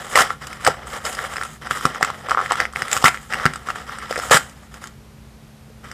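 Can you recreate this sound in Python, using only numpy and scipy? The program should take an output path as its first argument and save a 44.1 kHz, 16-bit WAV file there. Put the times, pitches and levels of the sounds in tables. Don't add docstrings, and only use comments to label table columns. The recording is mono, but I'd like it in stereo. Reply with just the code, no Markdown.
import sys
import numpy as np
from scipy import signal
from scipy.fft import rfft, irfft
from scipy.io import wavfile

SR = 44100
rng = np.random.default_rng(int(sys.argv[2]) if len(sys.argv) > 2 else 0)


def decibels_to_gain(level_db):
    exponent = np.asarray(level_db, float) / 20
    return 10 ** exponent


def pcm_store(signal):
    levels = np.round(np.clip(np.atleast_2d(signal), -1, 1) * 32767)
    wavfile.write(sys.argv[1], SR, levels.astype(np.int16).T)


N = 261513


def rms_one(x):
    return x / np.sqrt(np.mean(x ** 2) + 1e-20)


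def colour(x, spectrum):
    hz, db = np.transpose(spectrum)
    grid = np.maximum(np.arange(1025) * SR / 2048, 1)
    cepstrum = irfft(np.log(decibels_to_gain(np.interp(np.log(grid), np.log(hz), db))))
    cepstrum[1:1024] *= 2
    cepstrum[1025:] = 0
    kernel = irfft(np.exp(rfft(cepstrum)))
    return signal.fftconvolve(x, kernel / np.sqrt(np.sum(kernel ** 2)))[:N]


def resonance(x, hz, width_hz):
    r = np.exp(-np.pi * width_hz / SR)
    zeros = [(1 - r * r) / 2, 0, (r * r - 1) / 2]
    poles = [1, -2 * r * np.cos(2 * np.pi * hz / SR), r * r]
    return signal.lfilter(zeros, poles, x + 1e-18)


def drift(rate_hz):
    r = np.exp(-2 * np.pi * rate_hz / SR)
    wander = signal.lfilter([1], [1, -2 * r, r * r], rng.standard_normal(N + SR))
    return rms_one(wander[SR:])


# (f/Hz, width of each of two passes/Hz, rms level/dB)
HUM_BANDS = [(32, 49, -45), (62.8, 10.7, -47.5), (129.6, 58, -49), (847, 7.4, -92)]


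def hum():
    total = np.zeros(N)
    for hz, width_hz, db in HUM_BANDS:
        once = resonance(rng.standard_normal(N), hz, width_hz)
        total += decibels_to_gain(db) * rms_one(resonance(once, hz, width_hz))
    return total


def whine():
    hz = 218.3 + 2.0 * drift(13.4)
    level = decibels_to_gain(-51.5 + 0.48 * drift(4.2))
    return level * np.sqrt(2) * np.sin(2 * np.pi * np.cumsum(hz) / SR)


# (f/Hz, relative level per Hz/dB)
AIR_SPECTRUM = [(140, -44), (240, -5.5), (369, -6.5), (395, -4.5), (997, -9), (1090, -9), (1790, -12.5),
                (13500, -24.5), (14500, -10.5)]


def air():
    return decibels_to_gain(-48) * colour(rng.standard_normal(N), AIR_SPECTRUM)


# (f/Hz, relative level/dB, t60 when struck/s)
DESK_MODES = [(70.4, -1, 0.031), (149, 3.5, 0.082), (245.5, 1.5, 0.073), (370.4, 0.5, 0.081)]


def rumble(crinkle_db):
    press_db, press_follows, waver_db = -46, 0.35, 0.5
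    noise = rng.standard_normal(N)
    low = sum(decibels_to_gain(db) * resonance(noise, hz, 3.68 / t60_s) for hz, db, t60_s in DESK_MODES)
    swing_db = np.maximum(crinkle_db, -60) + 28.5
    return decibels_to_gain(press_db + press_follows * swing_db + waver_db * drift(14.0)) * rms_one(low)


# (t/s, relative level/dB)
KNOCKS = [(0.206, -27.5), (0.6775, -25), (0.7, -26), (1.711, -32), (1.8523, -18), (2.0263, -31.5),
          (2.8221, -32.5), (2.964, -31), (3.0413, -13), (3.347, -34), (3.455, -11), (4.311, -22.5),
          (4.3451, -18.5)]


def knocks(thud_db):
    s, db = np.transpose(KNOCKS)
    strengths_db = rng.normal(0, 1.5, (len(KNOCKS), len(DESK_MODES)))
    blows = np.zeros((len(DESK_MODES), N))
    blows[:, (s * SR).astype(int)] = decibels_to_gain(db + thud_db + strengths_db.T)
    thuds = np.zeros(N)
    for blow, (hz, mode_db, t60_s) in zip(blows, DESK_MODES):
        thuds += decibels_to_gain(mode_db) * SR * t60_s / 6.9 * resonance(blow, hz, 2.2 / t60_s)
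    return signal.lfilter([.03], [1, -.97], thuds)


def strokes(rows, rise_db_per_s, sag_db_per_s, fall_db_per_s):
    grit_db, grit_follows = -5.5, 0.44
    t = np.arange(0, N + 32, 32) / SR
    power = np.full((4, 1), 1e-10)
    for s, length, db, bright_db, hollow_db in rows:
        rise = rise_db_per_s * np.maximum(s - t, 0)
        sag = sag_db_per_s * np.clip(t - s, 0, length)
        fall = fall_db_per_s * np.maximum(t - s - length, 0)
        bands_db = np.array([[hollow_db], [0], [grit_db + grit_follows * bright_db], [bright_db]])
        power = power + decibels_to_gain(2 * (db - rise - sag - fall + bands_db))
    return [np.interp(np.arange(N) / SR, t, 10 * np.log10(p)) for p in power]


def grains(per_s, spread_db, clump_db):
    sizes = decibels_to_gain(spread_db * np.minimum(rng.exponential(1, N), 4.0)) * rng.choice([-1, 1], N)
    chance = per_s * decibels_to_gain(clump_db * drift(30.0)) / SR
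    return rms_one(sizes * (rng.random(N) < chance))


# (f/Hz, width/Hz, relative level/dB)
HOLLOW = [(512, 94, -1.5), (771, 95, 0.5), (1180, 350, -1.5), (1340, 125, 4), (1650, 433, -4),
          (1964, 306, -1.5), (3100, 275, -14)]


def hollow(clicks, deep_db, body_db):
    dealt = rng.integers(0, len(HOLLOW), N)
    rings, levels = [], []
    for k, (hz, width_hz, db) in enumerate(HOLLOW):
        share = np.where(dealt == k, 1, .4)
        rings.append((-1) ** k * decibels_to_gain(db) * resonance(clicks * share, hz, width_hz))
        levels.append(decibels_to_gain(deep_db if hz < 1000 else body_db))
    return sum(level * ring for level, ring in zip(levels, rings)) / np.std(sum(rings))


# (f/Hz, relative level per Hz/dB)
TREBLE = [(1410, -8), (2400, 1), (2830, 4), (3080, -0.5), (4350, -3.5), (5020, 2), (6060, -3.5),
          (7590, -1.5), (8180, 0), (10400, -11), (11900, -16), (13600, -12), (14500, -5.5)]


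def fibres(deep_db, body_db, low_treble_db, high_treble_db, per_s, spread_db, clump_db):
    fizz_share, rub_share = 1.58, 0.58
    clicks = grains(per_s, spread_db, clump_db)
    fizz = grains(5000.0, 0.83, 3.0)
    split_hz = 6300
    edges_hz = [1500, 2700, 4200, split_hz, 8600, 11500, 15500]
    dealt = rng.integers(0, len(edges_hz) - 1, N)
    halves = np.zeros((2, N))
    for k, (low_hz, high_hz) in enumerate(zip(edges_hz, edges_hz[1:])):
        ticks = 1.8 * clicks * np.where(dealt == k, 1, .25)
        ticks += fizz_share * decibels_to_gain(0.95 * drift(13.0)) * fizz
        band = signal.butter(2, [low_hz, high_hz], "band", fs=SR, output="sos")
        halves[int(low_hz >= split_hz)] += signal.sosfilt(band, ticks)
    low, high = (rms_one(colour(half, TREBLE)) for half in halves)
    body = hollow(clicks + rub_share * fizz, deep_db, body_db)
    return body + decibels_to_gain(low_treble_db) * low + decibels_to_gain(high_treble_db) * high


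# (t/s, length/s, body level/dB, upper treble re body/dB, deep body re body/dB)
CRINKLES = [(0, 0.15, -34.5, -6, -1), (.1, .05, -41.5, 5.5, -7), (.14, 0.12, -24, -12, -3),
            (.305, 0.016, -33.5, -10, -1), (.42, 0.14, -34.5, -10.5, -4.5), (.61, 0.065, -33.5, -9, -6),
            (.667, 0.0067, -18, -16, 0.5), (.77, 0.079, -39.5, -20, 5.5), (.87, 0.078, -37, -4.5, -1),
            (.935, 0.041, -31.5, -8.5, 2), (1.015, .03, -44, -4, -4), (1.056, 0.012, -26.5, -3, 0.5),
            (1.09, 0.035, -31.5, -3, 1), (1.17, 0.097, -30, -8, -1.5), (1.3, .16, -34.5, -7, 1),
            (1.47, 0.069, -41.5, -0.5, -3), (1.62, 0.12, -34, -14, -4), (1.71, 0.15, -28, -7, -6),
            (1.854, 0.12, -30.5, -14, 0), (2.026, 0.072, -27, -18, -0.5), (2.14, 0.085, -40, -8, 3),
            (2.25, .05, -34.5, -21, 3), (2.296, 0.025, -25.5, -16, -2), (2.373, 0.054, -29.5, -26, 2.5),
            (2.44, 0.023, -31, -10.5, -7), (2.51, 0.013, -21, -21, -14), (2.575, .02, -28.5, -14, -6),
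            (2.602, 0.019, -22, -20.5, -0.5), (2.76, 0.097, -30, -10, -3), (2.88, .04, -31, -7.5, -5),
            (2.928, 0.039, -24.5, -4, -1), (3.0, 0.036, -42, -0.5, -5), (3.09, 0.08, -35, -7, -5),
            (3.2, .1, -46, -1, -7), (3.31, 0.1, -29, -16, -1.5), (3.435, 0.041, -26.5, -20, -3.5),
            (3.5, 0.068, -39, -8, -1), (3.6, .06, -47.5, -8, 2), (3.67, 0.038, -32.5, -11, -1.5),
            (3.755, 0.057, -33, -10, -1.5), (3.875, 0.34, -33, -14, -6), (4.1, 0.088, -30, -7.5, -4),
            (4.225, 0.16, -32.5, -3.5, -1), (4.38, .03, -32.5, -6, -1), (4.44, 0.079, -46.5, -5, -3),
            (4.56, 0.1, -51.5, -5, -1), (4.725, 0.044, -43.5, -6, 0.5), (4.82, 0.041, -39.5, -7, -5),
            (5.843, 0.098, -40.5, -12, -5)]


def crinkle_levels():
    return strokes(CRINKLES, rise_db_per_s=1100, sag_db_per_s=19, fall_db_per_s=272)


def crinkles(levels_db):
    return fibres(*levels_db, per_s=900.0, spread_db=1.5, clump_db=6.0)


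# (t/s, length/s, body level/dB, upper treble re body/dB, deep body re body/dB)
RIPS = [(.156, 0.067, -10, -7, 0.5), (3.042, 0.042, -11, -7, -12.5), (4.311, 0.061, -9.5, -6, -3)]


def rips():
    levels_db = strokes(RIPS, rise_db_per_s=4000, sag_db_per_s=57, fall_db_per_s=1200)
    return fibres(*levels_db, per_s=1100.0, spread_db=3.0, clump_db=5.0)


# (t/s, relative level/dB, pop f/Hz, crack re snap level/dB, crack f/Hz)
SNAPS = [(.1564, 4, 1930, -12, 7700), (.1641, -11, 1230, -17, 7600), (.1748, 1.5, 1110, -7, 9100),
         (.1873, 0, 1650, -5, 5150), (.1952, -2, 1430, -7.5, 7600), (.2067, -1, 1340, -7.5, 5800),
         (.2192, -4, 2060, -5, 5260), (.3046, -8, 1220, -28, 3000), (.4227, -33, 1460, -17, 5100),
         (.4694, -28, 1240, 10, 7250), (.5295, -17, 2180, -6.5, 5300), (.6485, -11, 1430, 1, 8300),
         (.6659, 3.5, 1650, -9.5, 5450), (.6749, 4, 780, -9.5, 7700), (.682, -2.5, 495, -14, 5300),
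         (.8703, -23, 1110, -7, 7940), (.9738, -18, 820, -13, 8700), (1.0519, -16, 1260, 1.5, 5170),
         (1.0651, -13, 1750, -13, 5300), (1.128, -24, 1800, 6, 9050), (1.15, -28, 1400, 10.5, 5100),
         (1.1902, -9.5, 1610, -21, 9000), (1.2423, -19, 1340, -28, 7700), (1.25, -15.5, 1820, -27, 7200),
         (1.3368, -21, 1400, -1.5, 7300), (1.3588, -16.5, 1400, -8, 8450), (1.3673, -13.5, 1740, -8, 5170),
         (1.3826, -14, 1780, -25, 5300), (1.4129, -11, 1530, -16, 5500), (1.4254, -13, 1800, -20, 7500),
         (1.4347, -18, 1290, 0.5, 9400), (1.451, -22, 1140, -1.5, 9050), (1.6709, -18.5, 1420, -12, 7600),
         (1.7098, -4.5, 1430, -10, 2770), (1.7722, -18, 1300, -10, 7500), (1.81, -18.5, 1240, -7, 7700),
         (1.8534, 2, 1214, -9.5, 5340), (1.9479, -17, 1800, -10, 6750), (1.9587, -15, 1240, -24, 3100),
         (2.0103, -10, 750, -15, 7240), (2.0278, 6.5, 1770, -15.5, 7600), (2.0474, -9, 1180, -3.5, 7460),
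         (2.1018, -11, 1000, -17, 7300), (2.144, -24, 1930, -24, 6800), (2.2865, -12.5, 1060, -19, 7600),
         (2.2957, -11, 1610, -8, 3200), (2.309, -7, 1300, -9.5, 5200), (2.3162, -2, 1180, -34.5, 7600),
         (2.3225, -15, 1150, -16, 7800), (2.3476, -6, 1170, -32, 7300), (2.3736, -4, 1110, -36, 2700),
         (2.3811, -6.5, 1260, -35, 2700), (2.3906, -6.5, 1160, -32, 3000), (2.3976, -14, 1180, -29, 7500),
         (2.4023, -10, 1180, -23, 7400), (2.4128, -13, 1270, -15, 7600), (2.4604, -11, 1790, -20, 3100),
         (2.5102, -3, 1080, -35, 2700), (2.5201, -2, 920, -8, 7800), (2.5553, -14, 1300, -6, 3320),
         (2.5836, -20, 1260, -16, 5400), (2.602, .5, 1760, -12.5, 4900), (2.6533, -7, 2000, -17, 2720),
         (2.726, -35.5, 1300, 4.5, 8000), (2.7353, -23.5, 1210, -9, 9200), (2.76, -5, 2170, -19, 2660),
         (2.7737, -26, 2160, -12, 3500), (2.8207, -4, 1750, -10.5, 5080), (2.8819, -15, 1890, -6, 9000),
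         (2.9148, -17, 1730, 6, 7640), (2.9293, -5.5, 1720, 2.5, 7300), (2.966, -7.5, 1220, -3.5, 6700),
         (2.9742, -12.5, 1350, 2.5, 13300), (3.0185, -24, 1000, 4, 7600), (3.025, -13, 830, -3, 5370),
         (3.0418, 6, 1110, -6.5, 5040), (3.0571, 13, 2060, -36, 5300), (3.0615, 4, 2000, -20, 5300),
         (3.0805, -9, 735, -20, 5260), (3.082, 4, 2400, -23, 8300), (3.1444, -14, 1630, -11, 2700),
         (3.1737, -16.5, 2160, -21.5, 2700), (3.3251, -10, 1760, -12, 5200), (3.3359, -6, 1900, -9, 2780),
         (3.3427, -9.5, 1640, -9, 2760), (3.3989, -13.5, 1650, -26, 3300), (3.4424, -15, 1460, -19, 2700),
         (3.4548, 2.5, 1420, -11, 4800), (3.4625, 4, 1700, -17, 2870), (3.5359, -19, 1530, -2, 9100),
         (3.5583, -17, 1340, -4.5, 7800), (3.687, -11.5, 1280, -15, 7200), (3.7026, -10.5, 1300, -8, 2680),
         (3.7582, -19.5, 1340, -25, 3200), (3.8948, -19, 1300, -33, 5300), (3.9859, -19, 1550, -7, 8500),
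         (4.1092, -10, 565, -7, 5040), (4.1259, -11.5, 1700, -12, 7400), (4.1586, -11.5, 1830, -11, 8400),
         (4.161, -17, 517, -20, 5200), (4.165, -10.5, 1680, -29, 7600), (4.177, -13.5, 522, -5, 5200),
         (4.1895, -16, 595, -3.5, 10700), (4.1985, -13.5, 1480, -8, 5270), (4.2361, -16.5, 1250, -20, 5000),
         (4.297, -17.5, 1300, -7, 5200), (4.3113, 2, 560, -10, 3900), (4.3437, -6, 1340, 2.5, 5800),
         (4.3708, -0.5, 1390, -2.5, 7560), (4.495, -41, 1400, 11, 5940), (4.7414, -29.5, 1440, 2.5, 6750),
         (4.8402, -21, 1490, -5, 6600), (4.8721, -31.5, 2000, 8.5, 7140), (5.701, -32.5, 445, -16, 6400),
         (5.9147, -21.5, 1740, -4.5, 5140)]


def snaps(pop_cycles, pop_db, crack_s, crack_db):
    t = np.arange(1300) / SR
    pops, cracks = np.zeros((2, N + len(t)))
    noise = rng.standard_normal((len(SNAPS), len(t)))
    for k, (s, db, hz, crack_share_db, crack_hz) in enumerate(SNAPS):
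        start = round(s * SR)
        at = slice(start, start + len(t))
        swell = (1 - np.exp(-t * hz * 4.13)) * decibels_to_gain(-60 * t * hz / pop_cycles)
        pops[at] += decibels_to_gain(db + pop_db) * swell * np.sin(2 * np.pi * hz * t)
        burst = noise[k] * np.exp(-t / crack_s)
        crack = 0.43 * burst + 1.08 * resonance(burst, crack_hz, 0.053 * crack_hz)
        cracks[at] += decibels_to_gain(db + crack_share_db + crack_db) * crack
    pops = pops[:N]
    ringing = sum(decibels_to_gain(db) * resonance(pops, hz, width_hz) for hz, width_hz, db in HOLLOW)
    return pops + 2.63 * ringing + colour(cracks, TREBLE)


def room(x):
    t60_s, tail_db, cut_hz = 0.26, -17, 17640
    echo_s, echo_db = .0095, -16
    t = np.arange(SR // 2) / SR
    tail = rng.standard_normal(len(t)) * decibels_to_gain(-60 * t / t60_s) * (1 - np.exp(-t / 0.00072))
    tail = signal.lfilter(*signal.butter(1, cut_hz, fs=SR), tail)
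    tail *= decibels_to_gain(tail_db) / np.sqrt(np.sum(tail ** 2))
    tail[round(echo_s * SR)] += decibels_to_gain(echo_db)
    return x + signal.fftconvolve(x, tail)[:N]


def scene():
    levels_db = crinkle_levels()
    paper = crinkles(levels_db) + rips()
    paper += snaps(pop_cycles=6.8, pop_db=-5.0, crack_s=0.0033, crack_db=0.0)
    paper += knocks(thud_db=-6.0)
    body_db = levels_db[1]
    mid = room(paper) + rumble(body_db) + hum() + whine() + air()
    waver = decibels_to_gain(-37) * drift(40.0) * mid
    own_hiss = decibels_to_gain(-69.5) * rng.standard_normal(N)
    side = waver + own_hiss
    return np.array([mid + side, mid - side])


def low_pass(x):
    return signal.sosfilt(signal.butter(12, 15260, fs=SR, output="sos"), x)


def record(dry):
    clipped = np.clip(dry, -.84, .84)
    low_cut = signal.butter(3, 62.5, "high", fs=SR, output="sos")
    top_cut = signal.cheby2(14, 60, 14650, fs=SR, output="sos")
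    mix = signal.sosfilt(top_cut, signal.sosfilt(low_cut, clipped))
    return low_pass(mix)


dry = scene()
out = record(dry)
pcm_store(out)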